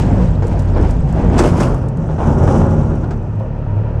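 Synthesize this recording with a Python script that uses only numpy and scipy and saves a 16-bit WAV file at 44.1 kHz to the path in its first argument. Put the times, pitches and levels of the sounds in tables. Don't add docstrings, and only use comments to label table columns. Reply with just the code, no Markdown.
import sys
import numpy as np
from scipy import signal
from scipy.fft import rfft, irfft, next_fast_len
from scipy.io import wavfile
from scipy.ndimage import uniform_filter1d

SR = 44100
rng = np.random.default_rng(int(sys.argv[2]) if len(sys.argv) > 2 else 0)


def waveform_to_disk(signal):
    frames = np.transpose(np.atleast_2d(signal))
    scaled = np.clip(frames, -1, 1) * 32767
    samples = np.round(scaled).astype(np.int16)
    wavfile.write(sys.argv[1], SR, samples)


N = 176400
T = np.arange(N) / SR


def from_db(db):
    return 10 ** (np.asarray(db) / 20)


def rms_one(x):
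    return x / np.sqrt(np.mean(x ** 2) + 1e-20)


def curves(rows, outside=None):
    times, *columns = np.transpose(rows)
    return [np.interp(T, times, column, outside, outside) for column in columns]


def drift(rate_hz):
    step, run_in = 40, 2000
    pole = np.exp(-2 * np.pi * rate_hz * step / SR)
    noise = rng.standard_normal(N // step + run_in + 2)
    slow = signal.lfilter([1], [1, -2 * pole, pole * pole], noise)[run_in:]
    return np.interp(np.arange(N) / step, np.arange(len(slow)), rms_one(slow))


def coloured(x, spectrum):
    size = next_fast_len(N + SR)
    size += size % 2
    octave = np.log2(np.maximum(np.arange(size // 2 + 1) * SR / size, 10))
    hz, db = np.transpose(spectrum)
    beyond = np.abs(octave - np.clip(octave, np.log2(hz[0]), np.log2(hz[-1])))
    gain = from_db(np.interp(octave, np.log2(hz), db) - np.minimum(40 * beyond, 90))
    cepstrum = irfft(np.log(rms_one(gain)))[:size // 2]
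    cepstrum[1:] *= 2
    return irfft(rfft(x, size) * np.exp(rfft(cepstrum, size)))[:N]


def grains(per_s, spread_db):
    sizes = from_db(spread_db * np.minimum(rng.exponential(1, N), 4))
    signs = rng.choice([-1, 1], N)
    return rms_one(sizes * signs * (rng.random(N) < per_s / SR))


def steadied(x, span_s):
    power = uniform_filter1d(x ** 2, max(int(span_s * SR), 2))
    return x / np.sqrt(np.abs(power) + 1e-9)


def burst(start, db, attack_s, t60):
    rise = np.clip((T - start) / attack_s, 0, 1)
    return rise * from_db(db - 60 * np.maximum(T - start - attack_s, 0) / t60)


def tone(rows, wander, rough_db):
    hz = curves(rows)[0] * (1 + wander * drift(19))
    db = curves(rows, outside=-120)[1]
    phase = 2 * np.pi * np.cumsum(hz) / SR + rng.uniform(0, 2 * np.pi)
    return np.sqrt(2) * from_db(db + rough_db * drift(20)) * np.sin(phase)


def shaken(resonances):
    out = 0
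    for hz, width, db in resonances:
        band = signal.butter(2, [hz - width / 2, hz + width / 2], "band", fs=SR, output="sos")
        ring = signal.sosfilt(band, rng.standard_normal(N + SR))[SR:]
        out += from_db(db) * rms_one(ring)
    return out


def struck(blows, modes, attack_s):
    out = 0
    for start, db in blows:
        age = np.maximum(T - start, 0)
        contact = 1 - np.exp(-(2 * age / attack_s) ** 2)
        for hz, mode_db, t60 in modes:
            decay = from_db(db + mode_db + rng.normal(0, 1.6) - 60 * age / t60)
            out += contact * decay * np.sin(2 * np.pi * hz * age)
    return out


# time in seconds, fundamental in Hz.
ENGINE_PITCH = [(0, 61.5), (.16, 64.6), (.28, 53.6), (.38, 49), (.55, 53), (.8, 48.3), (1.03, 52.2),
                (1.11, 38.8), (1.22, 46), (1.45, 41.8), (1.72, 44), (2.08, 40.6), (2.55, 38.6),
                (3.35, 36.2), (3.8, 34.6), (4, 37.3)]
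# time in seconds, levels of harmonics 1 to 4 in dB.
EXHAUST_LEVELS = [(0, -33, -10, -29, -33), (.15, -27, -36, -20.5, -25), (.31, -24, -29, -20, -32.5),
                  (.4, -36, -32, -26.5, -44.5), (.55, -28, -29, -25.5, -39), (.93, -34, -35, -37, -36),
                  (1.03, -30, -36, -16, -31), (1.15, -23, -23.5, -24, -29.5), (1.3, -22, -37, -38, -18.5),
                  (1.55, -34, -26, -27, -25.5), (1.72, -19, -30, -24, -42), (1.92, -42, -33, -25, -36),
                  (1.98, -30.5, -38, -36, -18.5), (2.12, -33, -27, -35, -21), (2.3, -24, -20, -26, -43),
                  (2.68, -27.5, -25, -31.5, -16), (3.0, -25.5, -22.5, -21, -29),
                  (3.22, -26.5, -27.5, -32, -36.5), (3.35, -38, -37, -19, -40),
                  (3.48, -27.5, -27.5, -28, -35), (3.64, -24.5, -28, -23.5, -26), (3.7, -27, -31, -16, -29),
                  (3.81, -27, -27, -11, -43), (3.89, -25, -26, -25.5, -32.5),
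                  (3.97, -25, -19, -15.5, -26.5)]
# frequency in Hz, gain in dB.
CLATTER_EQ = [(200, -2.5), (250, -8), (330, -8), (390, -7.5), (450, -4.5), (610, -4.5), (690, -10.5),
              (880, -11), (965, -9.5), (1030, -19), (1380, -19.5), (1650, -26), (1870, -25), (2080, -34.5),
              (2500, -30.5), (2950, -35.5), (3600, -45), (6000, -48.5), (8500, -57.5), (10500, -78)]
# time in seconds, level in dB.
CLATTER_FADER = [(0, -29), (2, -32.5), (3.2, -33.5), (3.6, -32), (3.8, -30)]


def engine():
    hz = curves(ENGINE_PITCH)[0] * (1 + .0222 * drift(7.8))
    phase = 2 * np.pi * np.cumsum(hz) / SR
    upper_db = [-35.5 - 11.5 * np.log2(k / 5) for k in range(5, 13)]
    exhaust = 0
    for k, db in enumerate(curves(EXHAUST_LEVELS) + upper_db, 1):
        gain = np.sqrt(2) * from_db(db + 2.5 * drift(12))
        exhaust += gain * np.sin(k * phase + rng.uniform(0, 2 * np.pi))
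    clatter = rng.standard_normal(N) * from_db(curves(CLATTER_FADER)[0])
    return exhaust + coloured(clatter, CLATTER_EQ)


# time in seconds, pitch in Hz, level in dB.
DRONE_PATH = [(0, 100, -26), (.07, 90.9, -18.5), (.15, 101.6, -19.5), (.24, 96.7, -25.5), (.33, 86.2, -17),
              (.41, 97, -17.5), (.5, 90.2, -27), (.58, 98.95, -11.5), (.65, 88.2, -16), (.72, 96.6, -14),
              (.78, 82, -16.5), (.83, 96.5, -15), (1.0, 83.6, -26.5), (1.38, 92, -18), (2.15, 92.6, -33),
              (2.25, 83.7, -12), (2.35, 86.55, -33), (2.45, 88.16, -11.5), (2.55, 93.4, -21.5),
              (2.75, 92, -14.5), (2.87, 90, -24.5), (3.4, 94.97, -28.5)]


def driveline():
    return tone(DRONE_PATH, wander=.023, rough_db=2.5)


# resonance in Hz, width in Hz, gain in dB.
FRAME_MODES = [(61.3, 19, -7.5), (122.5, 31, 0.5), (154.6, 28, -2), (228.8, 46, -8.5)]
# time in seconds, level in dB.
SHAKE_FADER = [(0, -14), (.15, -19), (.55, -21.5), (.8, -20), (1.05, -19.5), (1.42, -17), (1.9, -21),
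               (2.18, -22), (2.28, -15), (2.5, -14.5), (2.8, -20), (3.25, -23.5), (3.6, -27)]


def frame():
    return steadied(shaken(FRAME_MODES), span_s=.036) * from_db(curves(SHAKE_FADER)[0])


# time in seconds, level in dB.
BUFFET_FADER = [(0, -17.5), (.25, -15.5), (.6, -20), (.85, -11.5), (1.05, -16.5), (1.38, -13), (1.5, -20.5),
                (2.1, -29.5), (2.28, -21), (2.8, -23), (3.3, -34), (3.6, -43)]
# frequency in Hz, gain in dB.
BUFFET_EQ = [(20, -20.5), (32, -23.5), (44, -6), (50, -7.5), (62, -13)]


def buffeting():
    rumble = coloured(rng.standard_normal(N), BUFFET_EQ)
    return steadied(rumble, span_s=.037) * from_db(curves(BUFFET_FADER)[0])


def gravel(faders, grind_eq, hiss_eq):
    grind_db, hiss_db = curves(faders, outside=-120)
    grind = steadied(grains(per_s=3500, spread_db=2.5), span_s=.19) * from_db(grind_db)
    hiss = grains(per_s=12000, spread_db=4) * from_db(hiss_db + 1.6 * drift(17))
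    return coloured(grind, grind_eq) + coloured(hiss, hiss_eq)


# time in seconds, grind in dB, hiss in dB.
ROLL_FADERS = [(0, -20, -36.5), (.1, -21, -49.5), (.22, -21.5, -47.5), (.32, -31, -51), (.4, -37, -59),
               (.52, -23.5, -47.5), (.64, -29, -54.5), (.755, -26.5, -54.5), (.85, -18, -45.5),
               (1.0, -39.5, -55), (1.12, -28, -50), (1.2, -18, -49), (1.3, -19.5, -51.5),
               (1.37, -12, -42.5), (1.45, -48, -70)]
# frequency in Hz, gain in dB.
ROLL_GRIND_EQ = [(100, -24), (170, -6), (407, -15), (446, -18), (718, -20), (819, -20.5), (911, -22),
                 (1340, -34.5), (1520, -31.5), (4000, -56), (5200, -82), (8800, -120)]
ROLL_HISS_EQ = [(2000, -1), (3000, 0.5), (3800, -7.5), (5400, -5), (8100, -9.5), (10000, -19), (11500, -31),
                (15000, -36)]


def tyres():
    return gravel(ROLL_FADERS, ROLL_GRIND_EQ, ROLL_HISS_EQ)


# time in seconds, level in dB.
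PEBBLE_FADER = [(0, -53), (.4, -59), (.85, -54), (1.1, -61), (1.5, -51), (1.9, -69), (2.3, -60), (2.6, -58),
                (3.0, -66), (3.3, -72), (4, -80)]


def pebbles(count=24, per_s=400, t60=.016):
    pole = from_db(-60 / (t60 * SR))
    pings = 0
    for hz in np.geomspace(3380, 8430, count):
        angle = 2 * np.pi * hz * rng.uniform(.98, 1.02) / SR
        bounces = grains(per_s / count, spread_db=4) + 1e-18
        pings += signal.lfilter([np.sin(angle)], [1, -2 * pole * np.cos(angle), pole * pole], bounces)
    return rms_one(pings) * from_db(curves(PEBBLE_FADER)[0])


# time in seconds, pitch in Hz, level in dB.
WHINE_PATH = [(.04, 700, -39), (.15, 700, -31), (.18, 545, -26), (.21, 457, -27.5), (.24, 507, -35),
              (.28, 565, -40), (.33, 517, -44), (.41, 440, -47), (.445, 435, -29), (.475, 605, -39),
              (.51, 653, -41), (.545, 713.6, -32), (.565, 656, -32), (.6, 622, -56), (.97, 770, -59),
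              (1.01, 760.3, -41), (1.12, 748, -36), (1.17, 638, -37), (1.23, 510.5, -30),
              (1.3, 410.4, -27.5), (1.35, 383.4, -49)]


def gears():
    return tone(WHINE_PATH, wander=.012, rough_db=3.5)


# start in seconds, level in dB.
THUD_CUES = [(.125, -19), (.796, -11.5), (1.402, -1.5), (1.449, -16), (2.49, -15)]
# mode in Hz, gain in dB, 60 dB decay time in seconds.
PANEL_MODES = [(234.5, -5, 0.19), (284, -3.5, .14), (329, -3, .1), (430, -0.5, 0.048)]


def thuds():
    return struck(THUD_CUES, PANEL_MODES, attack_s=.0029)


# start in seconds, level in dB, attack and 60 dB decay time in seconds,
# low-pass cutoff in Hz.
CRUNCH_CUES = [(.42, -37.5, 0.005, .17, 4970), (.759, -34, 0.0032, .1, 3000),
               (1.376, -23, .008, 0.089, 13120), (1.387, -19, 0.0065, 0.063, 13000),
               (1.436, -28, 0.00095, .06, 11000), (1.599, -25.5, 0.0077, 0.07, 13000),
               (1.632, -40, 0.0052, 0.067, 11000), (3.107, -37, 0.00073, .1, 6000)]
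# frequency in Hz, gain in dB.
CRUNCH_EQ = [(900, -15.5), (1500, 2.5), (2100, -1.5), (3000, -14), (4800, -9), (8300, -10), (10000, -23),
             (11500, -29.5), (15000, -27)]


def crunches():
    cracks = steadied(grains(per_s=12000, spread_db=2), span_s=.003)
    clusters = 0
    for start, db, attack_s, t60, cutoff_hz in CRUNCH_CUES:
        lowpass = signal.butter(2, cutoff_hz, fs=SR, output="sos")
        clusters += signal.sosfilt(lowpass, cracks * burst(start, db, attack_s, t60) + 1e-18)
    return coloured(clusters, CRUNCH_EQ)


# start in seconds, level in dB, 60 dB decay time in seconds.
JOLT_CUES = [(0.421, -25, 0.43), (0.761, -18.5, 0.26), (0.79, -27.5, 0.13), (1.149, -25.5, 0.23),
             (1.378, -16.5, 0.26), (1.393, -18, 0.28), (1.438, -15, 0.39), (1.599, -19, 0.49),
             (2.088, -24, 0.41), (2.181, -24, 0.22), (2.472, -18, 0.18), (2.912, -22, 0.14),
             (3.028, -23, 0.17), (3.109, -23.5, 0.17)]
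# frequency in Hz, gain in dB.
JOLT_EQ = [(120, -14), (230, -12), (340, 11), (450, 2.5), (560, 0.5), (900, -5.5), (1100, -11.5),
           (1450, -10), (2200, -31), (3500, -32), (6000, -45)]


def jolts():
    force = sum(burst(start, db, .003, t60) for start, db, t60 in JOLT_CUES)
    rattle = coloured(grains(per_s=3000, spread_db=5.5), JOLT_EQ)
    return force * steadied(rattle, span_s=.014)


# start in seconds, level in dB, 60 dB decay time in seconds.
BITE_CUES = [(.421, -30, .16), (.759, -23.5, .13), (1.39, -15, .049), (2.179, -23.5, .55), (2.2, -25, .2),
             (2.475, -19, .2), (2.614, -20.5, .05), (3.109, -39, .14), (3.406, -31, .23)]
# frequency in Hz, gain in dB.
BITE_EQ = [(400, -6.5), (550, 3.5), (950, 3.5), (1150, -5.5), (1500, -12), (2000, -21.5), (2500, -23),
           (3500, -30.5)]


def bites():
    force = sum(burst(start, db, .003, t60) for start, db, t60 in BITE_CUES)
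    rasp = coloured(grains(per_s=4000, spread_db=1), BITE_EQ)
    return force * steadied(rasp, span_s=.012)


# start in seconds, level in dB, 60 dB decay time in seconds.
TICK_CUES = [(0.469, -40, 0.023), (0.48, -39, .018), (.592, -39.5, 0.058), (0.621, -44, .03),
             (.774, -47, .018), (0.826, -41, .02), (.908, -37, 0.037), (1.126, -41, 0.021),
             (1.743, -43, 0.044), (1.8845, -43, .038), (1.9712, -47, .03), (2.955, -50, .04),
             (3.042, -58, 0.022)]
# frequency in Hz, gain in dB.
TICK_EQ = [(1500, -30), (3500, -8.5), (6000, 1), (8500, 0), (11000, -10.5), (14500, -20), (16000, -39)]


def ticks(snap_db=6):
    force = sum(burst(start, db, .00042, t60) for start, db, t60 in TICK_CUES)
    contacts = force * steadied(grains(per_s=9000, spread_db=3.5), span_s=.003)
    for start, db, _ in TICK_CUES:
        contacts[int(start * SR)] += from_db(db + snap_db)
    return coloured(contacts, TICK_EQ)


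# time in seconds, grind in dB, hiss in dB.
SLIDE_FADERS = [(1.37, -43, -65), (1.41, -15, -35.5), (1.47, -19.5, -35.5), (1.55, -18.5, -43.5),
                (1.63, -16, -34.5), (1.69, -18.5, -43), (1.77, -25, -52), (1.87, -30, -59),
                (2.0, -68.5, -72)]
# frequency in Hz, gain in dB.
SLIDE_GRIND_EQ = [(100, -20), (170, -0.5), (249, -0.5), (502, -8.5), (573, -2), (637, -10), (947, -12),
                  (1390, -18.5), (2040, -36), (4000, -68), (5200, -76), (8800, -120)]
SLIDE_HISS_EQ = [(2000, 1), (3000, -1), (3800, -11), (5200, -5), (8200, -10), (10000, -14), (11500, -23.5),
                 (15000, -30)]


def slide():
    return gravel(SLIDE_FADERS, SLIDE_GRIND_EQ, SLIDE_HISS_EQ)


# start in seconds, level in dB.
SLAM_CUES = [(1.3935, -8)]
# mode in Hz, gain in dB, 60 dB decay time in seconds.
SIDE_MODES = [(655, -12, .06), (858, -6.5, 0.1), (1080, -11, 0.061), (1340, -7, 0.043), (1506, -11, 0.028),
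              (2030, -17, 0.019)]


def rock_slam():
    return struck(SLAM_CUES, SIDE_MODES, attack_s=.00054)


# time in seconds, grind in dB, hiss in dB.
SCRAPE_FADERS = [(1.9, -48, -74), (2.0, -27.5, -59.5), (2.18, -33.5, -54), (2.22, -23, -49),
                 (2.29, -14, -50), (2.36, -20.5, -50.5), (2.425, -16, -46), (2.46, -17.5, -44.5),
                 (2.51, -14.5, -40.5), (2.65, -17.5, -48.5), (2.85, -23, -57), (3.02, -27.5, -61.5),
                 (3.2, -33, -64), (3.5, -74, -71)]
# frequency in Hz, gain in dB.
SCRAPE_GRIND_EQ = [(100, -45.5), (170, -5.5), (227, -3), (300, -7), (386, -7.5), (452, -11.5), (544, -11),
                   (681, -15), (864, -16.5), (1430, -27.5), (2010, -40), (4000, -53), (5200, -73),
                   (8800, -120)]
SCRAPE_HISS_EQ = [(2000, -9.5), (3000, 1.5), (4000, -16), (4800, -5), (5800, 3.5), (7000, -2), (8200, -4),
                  (10000, -12), (11500, -27), (15000, -37)]


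def scrape():
    return gravel(SCRAPE_FADERS, SCRAPE_GRIND_EQ, SCRAPE_HISS_EQ)


# resonance in Hz, width in Hz, level in dB relative to the scrape's grind.
HULL_MODES = [(147.8, 24, -7), (223.6, 13.2, -6), (386.5, 18.9, -11), (547.9, 8.6, -13), (834.2, 53, -17),
              (1419.7, 54, -24.5)]


def hull():
    grind_db = curves(SCRAPE_FADERS, outside=-120)[0]
    return from_db(grind_db) * shaken(HULL_MODES)


# start in seconds, level in dB.
KNOCK_CUES = [(3.408, -24), (3.44, -28)]
# mode in Hz, gain in dB, 60 dB decay time in seconds.
LOOSE_PART_MODES = [(544.5, 5.5, .11), (624, 3, 0.054), (790, -7, 0.062), (934, -20, 0.089)]


def knocks():
    return struck(KNOCK_CUES, LOOSE_PART_MODES, attack_s=.0029)


def scene():
    ground = tyres() + slide() + scrape()
    stones = jolts() + bites() + crunches() + ticks() + pebbles()
    blows = thuds() + rock_slam() + knocks()
    machinery = engine() + driveline() + gears()
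    body = frame() + hull() + buffeting()
    return (ground + stones + blows + machinery + body)[None]


def record(dry, ceiling=.98, cutoff_hz=15500):
    rounded = dry / (1 + (dry / ceiling) ** 8) ** (1 / 8)
    lowpass = signal.ellip(10, .1, 80, cutoff_hz, fs=SR, output="sos")
    return signal.sosfilt(lowpass, rounded)


dry = scene()
out = record(dry)
waveform_to_disk(out)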